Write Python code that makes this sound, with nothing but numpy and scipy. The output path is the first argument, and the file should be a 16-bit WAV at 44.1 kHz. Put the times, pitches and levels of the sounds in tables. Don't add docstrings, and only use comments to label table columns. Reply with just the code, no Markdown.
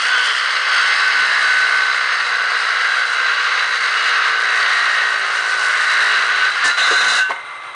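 import sys
import numpy as np
from scipy import signal
from scipy.fft import rfft, irfft, next_fast_len
from scipy.io import wavfile
from scipy.ndimage import uniform_filter1d, minimum_filter1d, map_coordinates

SR = 44100
rng = np.random.default_rng(int(sys.argv[2]) if len(sys.argv) > 2 else 0)


def boost_factor(decibels):
    exponent = np.asarray(decibels, float) / 20
    return 10 ** exponent


def unload_audio(sound):
    columns = np.transpose(np.atleast_2d(sound))
    steps = np.round(np.clip(columns, -1, 1) * 32767)
    wavfile.write(sys.argv[1], SR, steps.astype(np.int16))


N = 341765


def unit(x):
    return x / np.sqrt(np.mean(x ** 2) + 1e-20)


def noise():
    return rng.standard_normal(N)


def along(points, hz):
    f, v = np.transpose(points)
    return np.interp(np.log(hz + 1), np.log(f + 1), v)


def curves(rows):
    s, *cols = np.transpose(rows)
    return [np.interp(np.arange(N) / SR, s, c) for c in cols]


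def wobble(rate_hz):
    knots = rng.standard_normal(int(N * rate_hz / SR) + 4)
    return map_coordinates(knots, [np.arange(N) * rate_hz / SR])


def glide(hz):
    return np.sin(2 * np.pi * np.cumsum(hz) / SR)


def filtered(x, response):
    m = next_fast_len(N + SR // 2)
    return irfft(rfft(x, m) * response(np.fft.rfftfreq(m, 1 / SR)), m)[..., :N]


def coloured(x, spectrum):
    return unit(filtered(x, lambda hz: boost_factor(along(spectrum, hz))))


def resonant(x, modes):
    def response(f):
        total = 0
        for centre_hz, width_hz, db in modes:
            damping = 1.55j * f * width_hz
            total = total + boost_factor(db) * (damping / (centre_hz ** 2 - f * f + damping)) ** 2
        return total
    return filtered(x, response)


# (time [s], speed [turns/s])
BLADE_SPEED = [(0.0, 63.0), (0.16, 62.6), (0.47, 64.3), (0.83, 62.6), (1.03, 63.7), (1.3, 62.3),
               (1.75, 63.4), (1.96, 63.2), (2.37, 60.1), (2.51, 59.7), (2.91, 60.0), (3.04, 60.7),
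               (3.31, 60.0), (3.8, 59.8), (4.27, 58.8), (4.71, 57.3), (5.39, 56.7), (5.65, 55.5),
               (5.96, 55.3), (6.23, 53.9), (6.32, 54.8), (6.5, 56.6)]


def per_turn(count, drift_hz):
    size = 2048
    rows = int(N * drift_hz / SR) + 4
    orders = np.zeros((rows, size // 2 + 1), complex)
    orders[:, 1:count] = np.exp(2j * np.pi * rng.random((rows, count - 1)))
    pattern = irfft(orders, size)
    pattern = np.hstack([pattern, pattern[:, :1]])
    angle = np.cumsum(curves(BLADE_SPEED)[0]) / SR % 1
    return unit(map_coordinates(pattern, [np.arange(N) * drift_hz / SR, angle * size], order=1))


# (time [s], swell near 1.5 kHz [dB], swell near 1.9 kHz [dB],
# power share of the force that repeats each turn [0-1])
STEADY_BITE = [(0, -10.5, -16, 0.01), (.15, 4, -10, 0.16), (.33, -2, 3.5, 0.04), (.42, -16, -7, 0.05),
               (.7, -5.5, -4.5, 0.09), (.95, -1, 2.5, 0.14), (1.2, 7, 4, 0.14), (1.32, -2.5, 8.5, 0.1),
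               (1.5, 7.5, 5, 0.21), (1.95, -0.5, 0, 0.16), (2.2, -3, 1, 0), (2.5, 3, -5, 0.07),
               (3, 5.5, -4.5, 0.07), (3.5, -2, -5, 0.07), (3.9, -3.5, -0.5, 0.09), (4.35, -1, -5, 0.17),
               (4.48, -4.5, 4, 0.09), (4.9, -8, 6, 0.13), (5.15, -4, 3.5, 0.08), (5.3, -5, -3.5, 0.05),
               (5.6, -2, -5.5, 0.06), (6.05, 0.5, 10, 0.16), (6.2, -4.5, -6, 0.04), (6.5, 3, -6, 0.06)]


def tooth_force(lumps):
    teeth = per_turn(count=110, drift_hz=1.468)
    tearing = unit(boost_factor(0.82 * lumps + 0.89 * wobble(30) + 1.2 * wobble(300)) * noise())
    share = np.clip(curves(STEADY_BITE)[2], 0, 1)
    return np.sqrt(share) * teeth + np.sqrt(1 - share) * tearing


# (frequency [Hz], relative level [dB per Hz])
BOARD_SPECTRUM = [(18, -91.5), (30, -41), (134, -44.5), (167, -35.5), (305, -18.5), (385, -14), (466, -4.5),
                  (902, -3.5), (1000, 0.5), (1300, -8), (2200, -120)]
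# (frequency [Hz], width [Hz], gain [dB])
LOOSE_END = [(714, 68, 0)]


def board(force, bite_db, fade_db, rub_board):
    level_db = -35.5 + 0.39 * (bite_db - fade_db + 14.0) + 0.92 * wobble(5.8) + fade_db
    rumbling = (boost_factor(level_db) + rub_board) * coloured(force, BOARD_SPECTRUM)
    return rumbling + boost_factor(-6) * rub_board * unit(resonant(force, LOOSE_END))


# (frequency [Hz], relative level [dB per Hz])
SHUDDER_SPECTRUM = [(20, -41.5), (40, -13.5), (80, -2.5), (150, 0), (280, 3), (400, -1.5), (700, -52.5)]
# (time [s], level [dB])
BENCH_LEVEL = [(0, -53.5), (.6, -67), (1.2, -52), (2.1, -63), (5.6, -65), (6.3, -56.5)]


def bench(fade_db, rub_board):
    level = boost_factor(curves(BENCH_LEVEL)[0] + fade_db) + boost_factor(-17) * rub_board
    return level * boost_factor(1.7 * wobble(12)) * coloured(noise(), SHUDDER_SPECTRUM)


# (frequency [Hz], relative level [dB per Hz])
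CHIP_SPECTRUM = [(2710, -29.5), (4600, 3), (5630, -1.5), (5970, 0.5), (6350, -4.5), (7640, -5),
                 (8610, -4.5), (9370, -7), (10000, -8.5), (13000, -14.5), (22000, -120)]
# (frequency [Hz], relative level [dB per Hz])
RUB_SPECTRUM = [(2650, -25), (4500, 0), (5160, -3.5), (6350, -1), (8630, -10), (9350, -8), (10000, -7.5),
                (13000, -38.5), (22000, -120)]


def chips(lumps, hiss_db, rub_hiss):
    spray = boost_factor(2 * lumps + .8 * wobble(14) + 1.5 * wobble(35) + 1.2 * wobble(700))
    hiss = boost_factor(hiss_db + 0.72 * wobble(7)) * coloured(spray * noise(), CHIP_SPECTRUM)
    flank = coloured(boost_factor(lumps + 0.96 * wobble(500)) * noise(), RUB_SPECTRUM)
    return hiss + rub_hiss * flank


# (frequency [Hz], width [Hz], relative gain [dB])
BLADE_GROUPS = [
    [(1412, 45, -3), (1515, 50, 0), (1620, 90, -6)],
    [(1785, 80, -2), (1885, 60, 0), (2020, 120, -2), (2130, 100, -4)],
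    [(2585, 90, -3), (2710, 80, -6), (2870, 100, 0)],
    [(3080, 140, 0), (3210, 120, -1), (3380, 200, -3)],
    [(3560, 200, -10), (3720, 160, -5), (3840, 120, -2), (3990, 160, -4)],
    [(4550, 200, -2), (6345, 140, -13), (8430, 180, -17)],
    [(4140, 90, 0), (4330, 200, 0), (4950, 500, -2)],
]
# (level deep in the cut [dB], extra while the kerf is shallow [dB], fade [s])
GROUP_RINGING = [(-10.5, 3, .5), (-23, -11.5, 0.74), (-19.5, 6.5, 0.9), (-24, 17, 1.3), (-23, 0.5, .8),
                 (-24.5, 9.5, 3.2), (-28.5, 13.5, 3.3)]
GROUP_RUB_LEVEL = [0, -14, -10, -17, -6, -28, -24]
# (share of 1.5 kHz swell [1], share of 1.9 kHz swell [1])
GROUP_SWELLS = [(.7, .05), (.05, 0.46), (.05, .1), (.05, 0.045), (.05, .55), (.05, .05), (.05, 0.056)]
# (frequency [Hz], width [Hz], gain [dB])
WHINE_MODE = [(3985, 90, 0)]
# (time [s], level [dB])
WHINE_CURVE = [(0, -44), (.5, -41), (1.1, -35), (1.8, -35), (2.15, -38), (2.5, -37.5), (2.9, -35.5),
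               (3.6, -37), (4.3, -42), (4.9, -36), (5.25, -44), (5.8, -41), (5.95, -35), (6.25, -36),
               (6.5, -38), (6.62, -36), (6.68, -29), (6.7, -34), (6.76, -36), (7.15, -35), (7.3, -60)]


def blade(force, bite, rub_ring):
    t, out = np.arange(N) / SR, 0
    swells_db = np.array(GROUP_SWELLS) @ curves(STEADY_BITE)[:2]
    groups = zip(GROUP_RINGING, GROUP_RUB_LEVEL, BLADE_GROUPS, swells_db)
    for (deep_db, shallow_db, shallow_s), free_db, modes, swell_db in groups:
        kerf_db = deep_db + shallow_db * np.exp(-(t / shallow_s) ** 2)
        grip_db = 1.8 * wobble(6)
        gripped = bite * boost_factor(kerf_db + swell_db + grip_db)
        free = rub_ring * boost_factor(free_db + 2.2 * wobble(18))
        out = out + resonant((gripped + free) * force, modes) / np.std(resonant(force, modes))
    whine_gain = boost_factor(curves(WHINE_CURVE)[0] + 1.3 * wobble(12))
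    return out + whine_gain * unit(resonant(force, WHINE_MODE))


# (time [s], bite [dB], chip hiss [dB])
CUT_LEVELS = [(0.0, -16, -34.5), (0.11, -18, -31.5), (0.41, -17.5, -35.5), (0.66, -18, -38.5),
              (0.77, -14, -35), (1.2, -16.5, -34), (1.69, -17.5, -35), (2.08, -20.5, -39),
              (2.4, -18.5, -40), (2.76, -18, -37.5), (3.4, -18.5, -39.5), (3.95, -17.5, -37.5),
              (4.3, -19, -40.5), (4.7, -16.5, -35), (5.25, -20, -37.5), (5.6, -19, -34.5),
              (6.09, -15.5, -32.5), (6.36, -17, -35.5), (6.45, -15.5, -35.5), (6.51, -21, -36.5),
              (6.6, -17.5, -39), (6.64, -15.5, -39.5)]
# (frequency [Hz], relative level [dB per Hz])
BODY_SPECTRUM = [(290, -48), (500, -32.5), (909, -24), (1110, -5), (1530, -0.5), (1700, -3), (2010, -1.5),
                 (2420, -12), (2830, -8.5), (3150, -15.5), (3510, -15.5), (3990, -11.5), (5200, -24),
                 (6760, -25.5), (11400, -120)]


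def cut():
    clear_s, clear_db_per_s = 6.66, 110
    fade_db = -clear_db_per_s * np.maximum(np.arange(N) / SR - clear_s, 0)
    bite_db, hiss_db = curves(CUT_LEVELS) + fade_db
    rub_bite, rub_hiss, rub_board, rub_ring = contacts()
    lumps = per_turn(count=5, drift_hz=2.49)
    force = tooth_force(lumps)
    bite = boost_factor(bite_db + 0.6 * wobble(3.98) + 0.52 * wobble(16))
    body = (bite + rub_bite) * coloured(force, BODY_SPECTRUM)
    wood = board(force, bite_db, fade_db, rub_board) + bench(fade_db, rub_board)
    return body + wood + chips(lumps, hiss_db, rub_hiss) + blade(force, bite, rub_ring)


TURN_ORDERS = {3: -61.5, 4: -71.5, 5: -67, 6: -64.5, 7: -59, 8: -57.5, 9: -60, 10: -60.5, 11: -56.5, 12:
               -50, 13: -50, 15: -52.5, 22: -38.5, 23: -41.5, 24: -44.5, 25: -48, 26: -44.5, 27: -40, 28:
               -44, 29: -40.5, 30: -49, 31: -45.5, 32: -47.5, 33: -40.5, 34: -40.5, 35: -42.5}
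# (frequency [Hz], width [Hz], gain added to 1 [dB])
LIFT_MODES = [(398, 28, 8.5), (471, 60, 9.5), (710, 80, 1.5), (1483, 75, 8.5), (1516, 56, 15),
              (1555, 43, 6.5), (1802, 85, 8), (1900, 48, 6)]
# (time [s], level [dB])
LOW_ORDER_LEVEL = [(0, -7), (2.2, -5.5), (2.5, -1), (2.9, -4), (4.1, -5), (4.35, -0.5), (5.6, -1),
                   (5.8, -9), (6.05, 3), (6.5, -3.5)]


def hum():
    t, (speed,) = np.arange(N) / SR, curves(BLADE_SPEED)
    phase = 2 * np.pi * np.cumsum(speed) / SR
    in_board = np.clip((6.53 - t) / 0.049, 0, 1)
    low_db, = curves(LOW_ORDER_LEVEL)
    out, (lower_db, upper_db, _) = 0, curves(STEADY_BITE)
    for k, db in TURN_ORDERS.items():
        lift = 1
        for hz, width_hz, lift_db in LIFT_MODES:
            lift = lift + boost_factor(lift_db) / (1 + (2 * (k * speed - hz) / width_hz) ** 2)
        if k < 20:
            swell_db = low_db + 1.2 * wobble(4)
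        else:
            swell_db = np.where(k * speed < 1680, lower_db, upper_db) + 1.2 * wobble(7)
        out = out + boost_factor(db + swell_db) * lift * np.sin(k * phase)
    return np.sqrt(2) * in_board * out


# (frequency [Hz], width [Hz], relative gain [dB])
HOUSING_MODES = [(603, 45, -12), (1420, 110, -5), (2690, 60, -14), (3860, 110, -11), (5510, 150, -34),
                 (6210, 150, -33), (8600, 450, -26)]
# (frequency [Hz], level [dB])
MOTOR_TONES = [(1163, -38.5), (2013, -49), (2056, -42), (2094, -43), (3935, -53), (6207, -68)]
# (frequency [Hz], relative level [dB per Hz])
FAN_SPECTRUM = [(120, -66), (200, -32.5), (932, -11), (1150, -4), (1760, -11), (2080, -13), (2410, -15.5),
                (3930, -21.5), (4870, -34.5), (6400, -35), (7600, -42), (8630, -36), (10000, -36.5),
                (13000, -77.5), (22000, -120)]


def motor():
    whine = unit(resonant(boost_factor(3.9 * wobble(25)) * noise(), HOUSING_MODES))
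    tones = 0
    for hz, db in MOTOR_TONES:
        gain = np.sqrt(2) * boost_factor(db + 1.8 * wobble(25))
        tones = tones + gain * glide(hz * (1 + .0012 * wobble(30)))
    rush = boost_factor(1.8 * wobble(35)) * coloured(boost_factor(1.2 * wobble(250)) * noise(), FAN_SPECTRUM)
    load_db = np.interp(np.arange(N) / SR, [6.3, 7.1], [-8, 0])
    return boost_factor(load_db) * (boost_factor(-41.5) * whine + tones + boost_factor(-33.5) * rush)


# (frequency [Hz], relative level [dB per Hz])
RUMBLE_SPECTRUM = [(40, -32), (70, -9), (90, -12), (115, -5), (160, -12), (250, -36.5)]


def rumble():
    level_db = np.interp(np.arange(N) / SR, [6.3, 7.2], [-70, -60])
    return boost_factor(level_db) * coloured(noise(), RUMBLE_SPECTRUM)


# (frequency [Hz], t60 [s])
GARAGE_DECAY = [(200, 0.6), (2000, 0.53), (10000, 0.42)]


def garage(x):
    hz, t, z = signal.stft(rng.standard_normal(SR // 2), SR, nperseg=256)
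    decay = boost_factor(-60 * t / along(GARAGE_DECAY, hz)[:, None])
    tail = signal.istft(z * decay, SR, nperseg=256)[1]
    return signal.fftconvolve(np.pad(x, (400, 0)), tail / np.linalg.norm(tail))[:N]


# (time [s], level before a 1 dB cut [dB])
BENCH_JOLTS = [(0.765, -43), (0.859, -56), (1.03, -47), (1.157, -42), (1.203, -43), (1.314, -52),
               (1.467, -49), (1.79, -49), (6.658, -30)]


def thumps():
    t, t60_s, shape = np.arange(N) / SR, .14, 0
    for s, db in BENCH_JOLTS:
        rise = np.clip((t - s) / 0.011, 0, 1)
        shape = shape + boost_factor(db - 1 - 60 * np.abs(t - s) / t60_s) * rise
    return shape * coloured(noise(), SHUDDER_SPECTRUM)


# (time [s], length [s], rise [s], fall [dB/s],
# bite [dB], hiss [dB], board [dB], blade ring [dB])
BRIEF_CONTACTS = [(6.177, 0.046, 0.029, 304, -64, -59.5, -50, -60),
                  (6.637, .05, .005, 800, -17, -26, -33, -26),
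                  (6.641, .042, .012, 1100, -60, -20, -27, -30),
                  (6.767, 0.29, 0.014, 498, -16, -28.5, -31.5, -18.5),
                  (7.053, 0.14, 0.038, 330, -17.5, -26.5, -32, -17.5),
                  (7.293, 0.02, 0.0052, 400, -25, -67, -33, -64)]


def contacts():
    t, out = np.arange(N) / SR, 0
    for s, length_s, rise_s, fall_db_per_s, *db in BRIEF_CONTACTS:
        fall = boost_factor(-fall_db_per_s * np.maximum(t - s - length_s, 0))
        shape = np.clip((t - s) / rise_s, 0, 1) * fall
        out = out + boost_factor(np.array(db))[:, None] * shape
    return out


def swell_and_fade(start_s, length_s):
    u = np.clip((np.arange(N) / SR - start_s) / length_s, 0, 1)
    return np.abs(np.sin(np.pi * u)) ** .3


# (time [s], length [s], frequency [Hz], level before arch and wobble [dB])
PINCH = (6.636, .062, 1772, -8)


def squeal():
    s, length_s, hz, db = PINCH
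    gain = np.sqrt(2) * swell_and_fade(s, length_s) * boost_factor(db + .8 * wobble(80))
    return gain * glide(hz * (1 + .005 * wobble(60)))


# (frequency [Hz], relative level [dB per Hz])
TEAR_SPECTRUM = [(1500, -30), (2600, -4), (3900, 1), (5500, -7.5), (9000, -21), (13000, -40)]
# (time [s], length [s], level before the arch [dB])
TEAR_EVENT = (6.638, .052, -21)


def tear():
    s, length_s, db = TEAR_EVENT
    crackle = coloured(boost_factor(3 * wobble(600)) * noise(), TEAR_SPECTRUM)
    return boost_factor(db) * swell_and_fade(s, length_s) * crackle


# (time [s], level before a 1.5 dB lift [dB], favoured frequency [Hz], rise constant [s])
OFFCUT_KNOCKS = [(6.911, -14, 450, 0.0055), (7.293, -29, 430, 0.0032), (7.2981, -18, 1120, 0.00073),
                 (7.3054, -6.5, 1180, 0.0014), (7.3175, -14, 1900, .0004), (7.3311, -22, 1300, 0.00056),
                 (7.342, -22, 1190, .001), (7.36, -15.5, 2110, .002)]
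# (frequency [Hz], relative level [dB], t60 [s])
WOOD_MODES = [(160, -4, .1), (330, -8, .08), (400, -1, .08), (445, 0, .09), (540, -4, .08), (720, -7, .08),
              (950, -3, .03), (1060, -2, .035), (1250, -3, .03), (1500, -5, .025), (1900, -6, .03),
              (2110, -3, .04), (3000, -6, .02)]


def offcut():
    crack_db, crack_t60_s = -14, .012
    out, t = np.zeros(N + SR), np.arange(SR // 4) / SR
    for s, db, near_hz, rise_s in OFFCUT_KNOCKS:
        ring = 0
        for hz, mode_db, t60_s in WOOD_MODES:
            level_db = mode_db + rng.normal(0, 1.0) - 13.0 * np.log2(hz / near_hz) ** 2
            ring = ring + boost_factor(level_db - 60 * t / t60_s) * np.sin(2 * np.pi * hz * t)
        if near_hz > 900:
            ring = ring + boost_factor(crack_db - 60 * t / crack_t60_s) * rng.standard_normal(len(t))
        out[round(s * SR):][:len(t)] += boost_factor(db + 1.5) * ring * (1 - np.exp(-t / rise_s))
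    return out[:N]


# (frequency [Hz], relative level [dB], t60 [s])
FREE_BLADE = [(1522, 0, 0.54), (1700, -11, 0.55), (1900, -28, .1), (2640, -22, .36), (2737, -16, 0.35),
              (2763, -13.5, 0.54), (3000, -25, 0.76), (3360, -29, 0.51), (3740, -27, .5), (3780, -20, .19)]


def ring_out():
    release_s, damped_s, damped_db_per_s = 7.2, 7.3, 220
    t = np.arange(N) / SR
    after = t - release_s
    swell = np.clip(1 + after / .06, 0, 1)
    choke = boost_factor(-np.clip(damped_db_per_s * (t - damped_s), 0, 14))
    ring = 0
    for hz, db, t60_s in FREE_BLADE:
        decay = boost_factor(db - 60 * np.maximum(after, 0) / t60_s)
        ring = ring + decay * np.sin(2 * np.pi * (hz * after + rng.random()))
    return boost_factor(-11) * swell * choke * ring


def scene():
    saw = cut() + hum() + motor() + squeal() + tear() + ring_out()
    wood = offcut()
    room = boost_factor(-14.5) * garage(saw) + boost_factor(-10.0) * garage(wood)
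    return (saw + wood + rumble() + thumps() + room)[None]


def top_cut(x):
    return signal.sosfilt(signal.butter(12, 10170, fs=SR, output="sos"), x)


def record(dry):
    ceiling, window, bass_hz, top_hz = .47, 71, 90, 9936
    needed = np.minimum(1, ceiling / (np.abs(dry) + 1e-9))
    limited = dry * uniform_filter1d(minimum_filter1d(needed, size=window), size=window)
    mix = filtered(limited, lambda hz: (1j * hz / (1j * hz + bass_hz)) ** 2)
    mix = filtered(mix, lambda hz: 1 / (1 + (hz / top_hz) ** 120))
    return top_cut(mix)


dry = scene()
out = record(dry)
unload_audio(out)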